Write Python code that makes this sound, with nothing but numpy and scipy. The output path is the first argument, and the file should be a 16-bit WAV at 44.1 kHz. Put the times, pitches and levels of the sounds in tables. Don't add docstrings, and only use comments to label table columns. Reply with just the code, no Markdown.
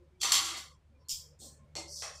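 import sys
import numpy as np
from scipy import signal
from scipy.fft import rfft, irfft, next_fast_len
from scipy.io import wavfile
from scipy.ndimage import uniform_filter1d, map_coordinates

SR = 44100
rng = np.random.default_rng(int(sys.argv[2]) if len(sys.argv) > 2 else 0)


def decibels_to_gain(level_db):
    exponent = np.asarray(level_db, float) / 20
    return 10 ** exponent


def unload_audio(sound):
    columns = np.transpose(np.atleast_2d(sound))
    steps = np.round(np.clip(columns, -1, 1) * 32767)
    wavfile.write(sys.argv[1], SR, steps.astype(np.int16))


N = 97020

# hz, level_db
PLATE_CRACK = [(120, -64), (200, -25), (783, -13), (842, -18), (1130, -15), (2560, -7), (3240, -0.5),
               (7620, -6.5), (15500, -28.5)]
# hz, level_db
RUBBED_CRACK = [(1500, -62), (2600, -19.5), (3400, -15.5), (4300, -7), (7500, -3), (10000, -15),
                (15500, -23.5)]
MODES_OVER_CRACK_DB = dict(plate=4, settle=2.5, spoon=6, cutlery=3.5, basin=9, dish=12, wall=4, slide=-7.5)
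# time_s, level_db
COMPRESSOR_SWELL = [(0, -1), (.7, -1.5), (.95, -5), (1.2, 0), (1.8, 1), (2.2, -1.5)]


def unit(x):
    return x / np.sqrt(np.mean(x ** 2) + 1e-20)


def along(points, hz):
    f, v = np.transpose(points)
    return np.interp(np.log(hz + 1), np.log(f + 1), v)


def wobble(rate):
    knots = rng.standard_normal(int(N * rate / SR) + 4)
    return map_coordinates(knots, [np.arange(N) * rate / SR])


def filtered(x, response):
    m = next_fast_len(len(x) + SR // 4)
    hz = np.fft.rfftfreq(m, 1 / SR)
    return irfft(rfft(x, m) * response(hz), m)[:len(x)]


def causal(gain):
    cepstrum = irfft(np.log(np.maximum(gain, 1e-6)))
    cepstrum[1:len(cepstrum) // 2] *= 2
    cepstrum[(len(cepstrum) + 1) // 2:] = 0
    return np.exp(rfft(cepstrum))


def sounding(crack, modes, ring_db, bright_db):
    scatter_db, shift, narrowest = 3, .005, .009
    small_db, small_spacing_hz = 3.5, 70
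    luck = rng.standard_normal((len(modes), 2)) * [scatter_db, shift]
    small = decibels_to_gain(small_db * rng.standard_normal(int(SR / small_spacing_hz)))

    def response(f):
        power = np.interp(f / small_spacing_hz, np.arange(len(small)), small) ** 2
        for (pitch_hz, width_hz, db), (luck_db, detune) in zip(modes, luck):
            half = max(width_hz, narrowest * pitch_hz) / 2
            peak = decibels_to_gain(2 * (db + luck_db - along(crack, pitch_hz) + ring_db))
            power = power + peak * half ** 2 / ((f - pitch_hz * (1 + detune)) ** 2 + half ** 2)
        tilt_db = bright_db * np.log2((f + 50) / 3000)
        return causal(decibels_to_gain(along(crack, f) + tilt_db) * np.sqrt(power))

    return response


def answer(name):
    # hz, t60_s
    kitchen_decay = [(200, 0.39), (800, 0.32), (1200, 0.5), (3000, 0.34), (6000, 0.33), (14000, 0.3)]
    reverb_db = dict(plate=4, settle=9, spoon=0, cutlery=8, basin=10, dish=5, wall=2, slide=4)
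    contact_life_s = dict(plate=.0015, settle=.004, spoon=.001, cutlery=.001, basin=.0004, dish=.0005, wall=.004, slide=.001)
    first_wall_s, build_s = 0.0025, 0.0053
    hz, t, z = signal.stft(rng.standard_normal(SR // 2), SR, nperseg=256)
    decay = decibels_to_gain(-60 * t / along(kitchen_decay, hz)[:, None])
    tail = signal.istft(z * decay, SR, nperseg=256)[1][:SR // 2]
    t = np.arange(SR // 2) / SR
    tail = tail * (1 - np.exp(-np.clip(t - first_wall_s, 0, None) / build_s))
    contact = rng.standard_normal(len(t)) * t * np.exp(-t / contact_life_s[name])
    return decibels_to_gain(reverb_db[name]) * tail / np.linalg.norm(tail) + contact / np.linalg.norm(contact)


def hits(rows, name, crack, modes):
    out = np.zeros(N + SR)
    for start_s, db, bright_db in rows:
        response = sounding(crack, modes, MODES_OVER_CRACK_DB[name], bright_db)
        sound = filtered(answer(name), response)
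        out[round(start_s * SR):][:SR // 2] += decibels_to_gain(db + 13.5) * sound / np.linalg.norm(sound)
    return out[:N]


def slides(rows, crack, modes):
    slips_per_s, slip_spread_db, rise_s = 530, -2, .025
    out, t = np.zeros(N), np.arange(N) / SR
    for start_s, length_s, first_db, last_db, bright_db in rows:
        end_s = start_s + length_s
        slips = (rng.random(N) < slips_per_s / SR) * decibels_to_gain(slip_spread_db * rng.standard_normal(N))
        response = sounding(crack, modes, MODES_OVER_CRACK_DB["slide"], bright_db)
        grit = unit(filtered(slips, response))
        stroke = decibels_to_gain(np.interp(t, [start_s, end_s], [first_db, last_db]))
        stroke *= np.clip((t - start_s) / rise_s, 0, 1) * (t < end_s)
        out += signal.fftconvolve(grit * stroke, answer("slide"))[:N]
    return out


def plate_rattle():
    # start_s, peak_db, brightness_db (an octave)
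    contacts = [(0.2143, -18.5, 4.5), (0.2317, -10.5, 1), (0.2467, -16.5, -3), (0.2584, -29.5, 2.5),
                (0.2728, -18.5, -0.5), (0.292, -20.5, 6), (0.3051, -18.5, -2), (0.3195, -6, 2),
                (0.3304, -12, 6.5), (0.3393, -13, -2), (0.3524, -10.5, 0.5), (0.3652, -18.5, 2),
                (0.3775, -18, -0.5), (0.3952, -35, -4), (0.4129, -29, -0.5), (0.4422, -16.5, 1.5),
                (0.4804, -20.5, -0.5), (0.5031, -31, 0), (0.536, -23.5, -3), (0.5659, -24.5, 3.5),
                (0.5904, -40, 0.5)]
    # pitch_hz, width_hz, level_db
    plate_modes = [(796, 23, -4), (965, 28, -3.5), (1113, 44, 0), (1200.4, 37, -1.5), (1375, 24, -6),
                   (2090, 130, -5), (2880, 66, -8.5), (3237, 63, -2.5), (3766, 23, -1.5), (4420, 29, 7),
                   (5640, 140, -5.5), (6124, 45, -1), (7320, 40, -2), (7550, 60, -2.5)]
    settles_from = 15
    lively = hits(contacts[:settles_from], "plate", PLATE_CRACK, plate_modes)
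    return lively + hits(contacts[settles_from:], "settle", PLATE_CRACK, plate_modes)


def spoon_on_plate():
    # start_s, length_s, first_db, last_db, brightness_db (an octave)
    drag = [
        (.195, 0.023, -53, -32.5, -3.5),
    ]
    # start_s, peak_db, brightness_db (an octave)
    strikes = [
        (.3193, -7.5, 1),
        (.3515, -15.5, 3.5),
    ]
    # pitch_hz, width_hz, level_db
    spoon_modes = [(3307, 130, 3.5), (4397, 33, 3.5), (6140, 50, 5.5), (7370, 45, 2.5), (11400, 90, -11.5),
                   (13100, 100, -15)]
    clang = hits(strikes, "spoon", PLATE_CRACK, spoon_modes)
    return clang + slides(drag, RUBBED_CRACK, spoon_modes)


def cutlery_clinks():
    # start_s, peak_db, brightness_db (an octave)
    clinks = [
        (1.0849, -27, 0.5),
        (1.0926, -15.5, 0.5),
        (1.1034, -29.5, 10.5),
        (1.1052, -22.5, 3),
        (1.1172, -33.5, -11.5),
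        (1.1264, -47, -4),
    ]
    # pitch_hz, width_hz, level_db
    cutlery_modes = [(3270, 86, -11), (4810, 70, -2), (5195, 73, -9), (5230, 87, 1.5), (5530, 81, -6.5),
                     (6980, 65, -6.5), (7330, 110, -5), (8730, 140, -10), (11630, 530, -17)]
    # hz, level_db
    cutlery_crack = [(1500, -64), (2300, -26.5), (2900, -18.5), (3300, -15.5), (4000, -16.5), (5200, -8),
                     (7200, -8), (9900, -23.5), (15500, -23)]
    return hits(clinks, "cutlery", cutlery_crack, cutlery_modes)


def pieces_rubbing():
    # start_s, length_s, first_db, last_db, brightness_db (an octave)
    rub = [
        (1.385, 0.073, -54.5, -56, 0),
    ]
    # start_s, peak_db, brightness_db (an octave)
    ticks = [
        (1.4013, -46, -4),
        (1.4135, -37.5, -5.5),
        (1.4172, -43, 5),
        (1.4527, -39, 1),
    ]
    # pitch_hz, width_hz, level_db
    piece_modes = [(3360, 66, -11), (3760, 45, -4), (4230, 67, 4), (4890, 44, -11), (5970, 58, -2),
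                   (7400, 86, -1), (8220, 99, 7.5)]
    rubbing = slides(rub, RUBBED_CRACK, piece_modes)
    return rubbing + hits(ticks, "cutlery", RUBBED_CRACK, piece_modes)


def basin_wall_thuds():
    # start_s, peak_db, brightness_db (an octave)
    pushes = [
        (1.398, -45, -5),
        (1.415, -42.5, 6),
        (1.44, -40, 0.5),
        (1.453, -43, 6.5),
    ]
    # pitch_hz, width_hz, level_db
    wall_modes = [(225, 10, 3.5), (370, 14, -2.5), (553, 30, -3.5), (805, 33, -7.5), (1050, 30, -14)]
    # hz, level_db
    wall_thud = [(120, -48), (200, -4), (550, -8.5), (1100, -22.5), (1400, -24.5), (3000, -48)]
    return hits(pushes, "wall", wall_thud, wall_modes)


def basin_knocks():
    # start_s, peak_db, brightness_db (an octave)
    knocks = [
        (1.7536, -19.5, -2),
        (1.7746, -31, 0),
    ]
    # pitch_hz, width_hz, level_db
    basin_modes = [(330.0, 15.6, -5.0), (454, 7.7, -12.5), (574, 14, -7), (1996, 25, -18.5),
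                   (2127, 15, -12.5), (2490, 53, -11.5), (4330, 82, -6.5), (5560, 120, -6.5),
                   (7630, 48, -5.5)]
    # hz, level_db
    basin_crack = [(120, -38), (200, -19.5), (327, -14), (783, -2.5), (1560, -21), (1950, -14),
                   (5700, -3.5), (7760, -5), (15500, -35)]
    return hits(knocks, "basin", basin_crack, basin_modes)


def basin_scrapes():
    # start_s, length_s, first_db, last_db, brightness_db (an octave)
    scrapes = [
        (1.87, 0.165, -53, -48.5, -3.5),
        (2.132, 0.049, -48, -63, -8),
    ]
    pressed = [
        (1.95, 0.038, -62, -59, 1),
        (1.98, .04, -64, -53, -4),
    ]
    # pitch_hz, width_hz, level_db
    steel_modes = [(5700, 510, 13.5), (7400, 1100, 9.5)]
    # hz, level_db
    light_hiss = [(2500, -74), (4050, -43), (4400, -5), (5700, -8), (7700, -6), (9500, -9), (15500, -22)]
    # hz, level_db
    pressed_hiss = [(1800, -66), (2700, -35), (3000, -6), (3700, 3), (4400, 2), (6000, -21), (12000, -40)]
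    return slides(pressed, pressed_hiss, steel_modes) + slides(scrapes, light_hiss, steel_modes)


def dish_bumps():
    # start_s, peak_db, brightness_db (an octave)
    bumps = [
        (2.0222, -23, 2.5),
        (2.0265, -31.5, -2),
        (2.036, -28, 4),
        (2.048, -34.5, -2.5),
        (2.062, -32.5, 0.5),
        (2.078, -34.5, -1),
        (2.1, -40.5, -0.5),
        (2.17, -50, -3),
    ]
    # pitch_hz, width_hz, level_db
    dish_modes = [(829, 57, 2.5), (1060, 65, -1.0), (1940, 140, -5.5), (2580, 58, 0), (4400, 100, -20),
                  (5690, 155, 3.5)]
    # hz, level_db
    dish_crack = [(210, -52), (350, -7), (563, 10), (951, -11), (1170, 1.5), (5800, 0), (9000, -8),
                  (15500, -44)]
    return hits(bumps, "dish", dish_crack, dish_modes)


def suppressed(x):
    # hz, level_db (a bin)
    threshold = [(300, -93.5), (1150, -85), (1600, -83), (2500, -82.5), (3300, -95.5), (3900, -90.5),
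                 (5250, -99), (8000, -102), (15000, -114)]
    ragged_db, steepness = 1, 2
    hz, _, z = signal.stft(x, SR, nperseg=1024)
    power = uniform_filter1d(np.abs(z) ** 2, size=5, axis=0)
    ragged = np.repeat(rng.standard_normal(len(hz)), 4)[:len(hz)]
    noise = decibels_to_gain(2 * (along(threshold, hz) + ragged_db * ragged))[:, None]
    kept = z / (1 + (noise / (power + 1e-30)) ** steepness)
    return signal.istft(kept, SR, nperseg=1024)[1][:N]


def hum():
    # order, level_db
    partials = [
        (1, -62),
        (2, -68.5),
        (3, -88),
    ]
    pitch_hz, wander_db, wanders_per_s, overtones_grow = 73.4, 2, 16, 2.8
    t = np.arange(N) / SR
    phase = 2 * np.pi * pitch_hz * t + .5 * wobble(3.7)
    swell_db = np.interp(t, *np.transpose(COMPRESSOR_SWELL))
    out = np.zeros(N)
    for order, db in partials:
        swing = overtones_grow if order > 1 else 1
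        level_db = db + swing * swell_db + wander_db * wobble(wanders_per_s)
        out += np.sqrt(2) * decibels_to_gain(level_db) * np.sin(order * phase)
    return out


def room_tone():
    # hz, level_db
    floor_colour = [(20, -17), (90, -4), (170, -12.5), (215, -20.5), (490, -24.5), (720, -28.5),
                    (1400, -31.5), (8500, -46.5), (15000, -58.5)]
    # start_s, length_s, pitch_hz, width_hz,
    # level_db
    patches = [(0, 0.088, 530, 50, -73), (0.3, 0.11, 770, 90, -78), (-.02, 0.074, 355, 17.3, -65),
             (.13, 0.26, 362, 5.6, -67.5), (0.34, 0.234, 336, 24, -61.5), (.65, 0.08, 498, 60, -74),
             (0.924, 0.097, 520, 79, -74), (.98, 0.276, 1019, 60, -78), (1.22, 0.133, 520, 80, -72),
             (1.6, 0.055, 1053, 27, -74.5), (1.2, 0.063, 2300, 180, -84.5), (2.1, 0.06, 3330, 150, -70),
             (0.47, 0.034, 3420, 810, -55.5), (0.618, 0.1464, 1047, 73, -74.5),
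             (1.52, 0.22, 545, 126, -75.5), (1.837, 0.12, 396, 25, -70.5), (0.16, 0.015, 2300, 60, -83),
             (-0.053, 0.17, 1010, 50, -87), (1.5, 0.11, 1745, 39, -83.5), (1.6, .13, 2200, 57, -89),
             (2.7, 0.085, 2700, 63, -69), (2, .12, 10000, 67, -89), (1.87, .14, 560, 59, -67.5),
             (.95, .02, 2397, 70, -80),
        (1.0, .04, 5400, 300, -83),
        (1.01, .02, 4600, 100, -85),
        (1.055, .02, 4300, 200, -79),
             (.36, .07, 221.2, 49.3, -62.5),
        (.56, 0.047, 225, 41, -71),
        (.9, 0.086, 232, 50, -77),
        (1.61, 0.042, 225, 40, -66.5),
        (1.96, 0.042, 1050, 60, -74),
    ]
    floor_db, fade_s, flicker_db, evenness = -75, .025, 2.5, .6
    t = np.arange(N) / SR
    floor = filtered(rng.standard_normal(N), lambda f: decibels_to_gain(along(floor_colour, f)))
    out = decibels_to_gain(floor_db) * floor / np.std(filtered(floor, lambda f: f > 200))
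    out *= decibels_to_gain(.5 * np.interp(t, *np.transpose(COMPRESSOR_SWELL)))
    for start_s, length_s, hz, width_hz, db in patches:
        band = unit(filtered(rng.standard_normal(N), lambda f: np.exp(-((f - hz) / width_hz) ** 2)))
        band = unit(band / np.abs(signal.hilbert(band)) ** evenness)
        to_edge_s = np.minimum(t - start_s, start_s + length_s - t)
        fade = np.clip(to_edge_s / fade_s + 1, 0, 1) ** 2
        out += decibels_to_gain(db + flicker_db * wobble(40)) * band * fade
    return out


def scene():
    on_plate = plate_rattle() + spoon_on_plate()
    in_hand = cutlery_clinks() + pieces_rubbing()
    in_basin = basin_wall_thuds() + basin_knocks() + basin_scrapes() + dish_bumps()
    return (suppressed(on_plate + in_hand + in_basin) + hum() + room_tone())[None]


def low_pass(x):
    return signal.sosfilt(signal.butter(12, 16620, fs=SR, output="sos"), x)


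def record(dry):
    top_hz = 15500
    limited = filtered(dry[0], lambda f: decibels_to_gain(-30 * np.clip((f - top_hz) / 300, 0, 1)))
    return low_pass(limited[None])


dry = scene()
out = record(dry)
unload_audio(out)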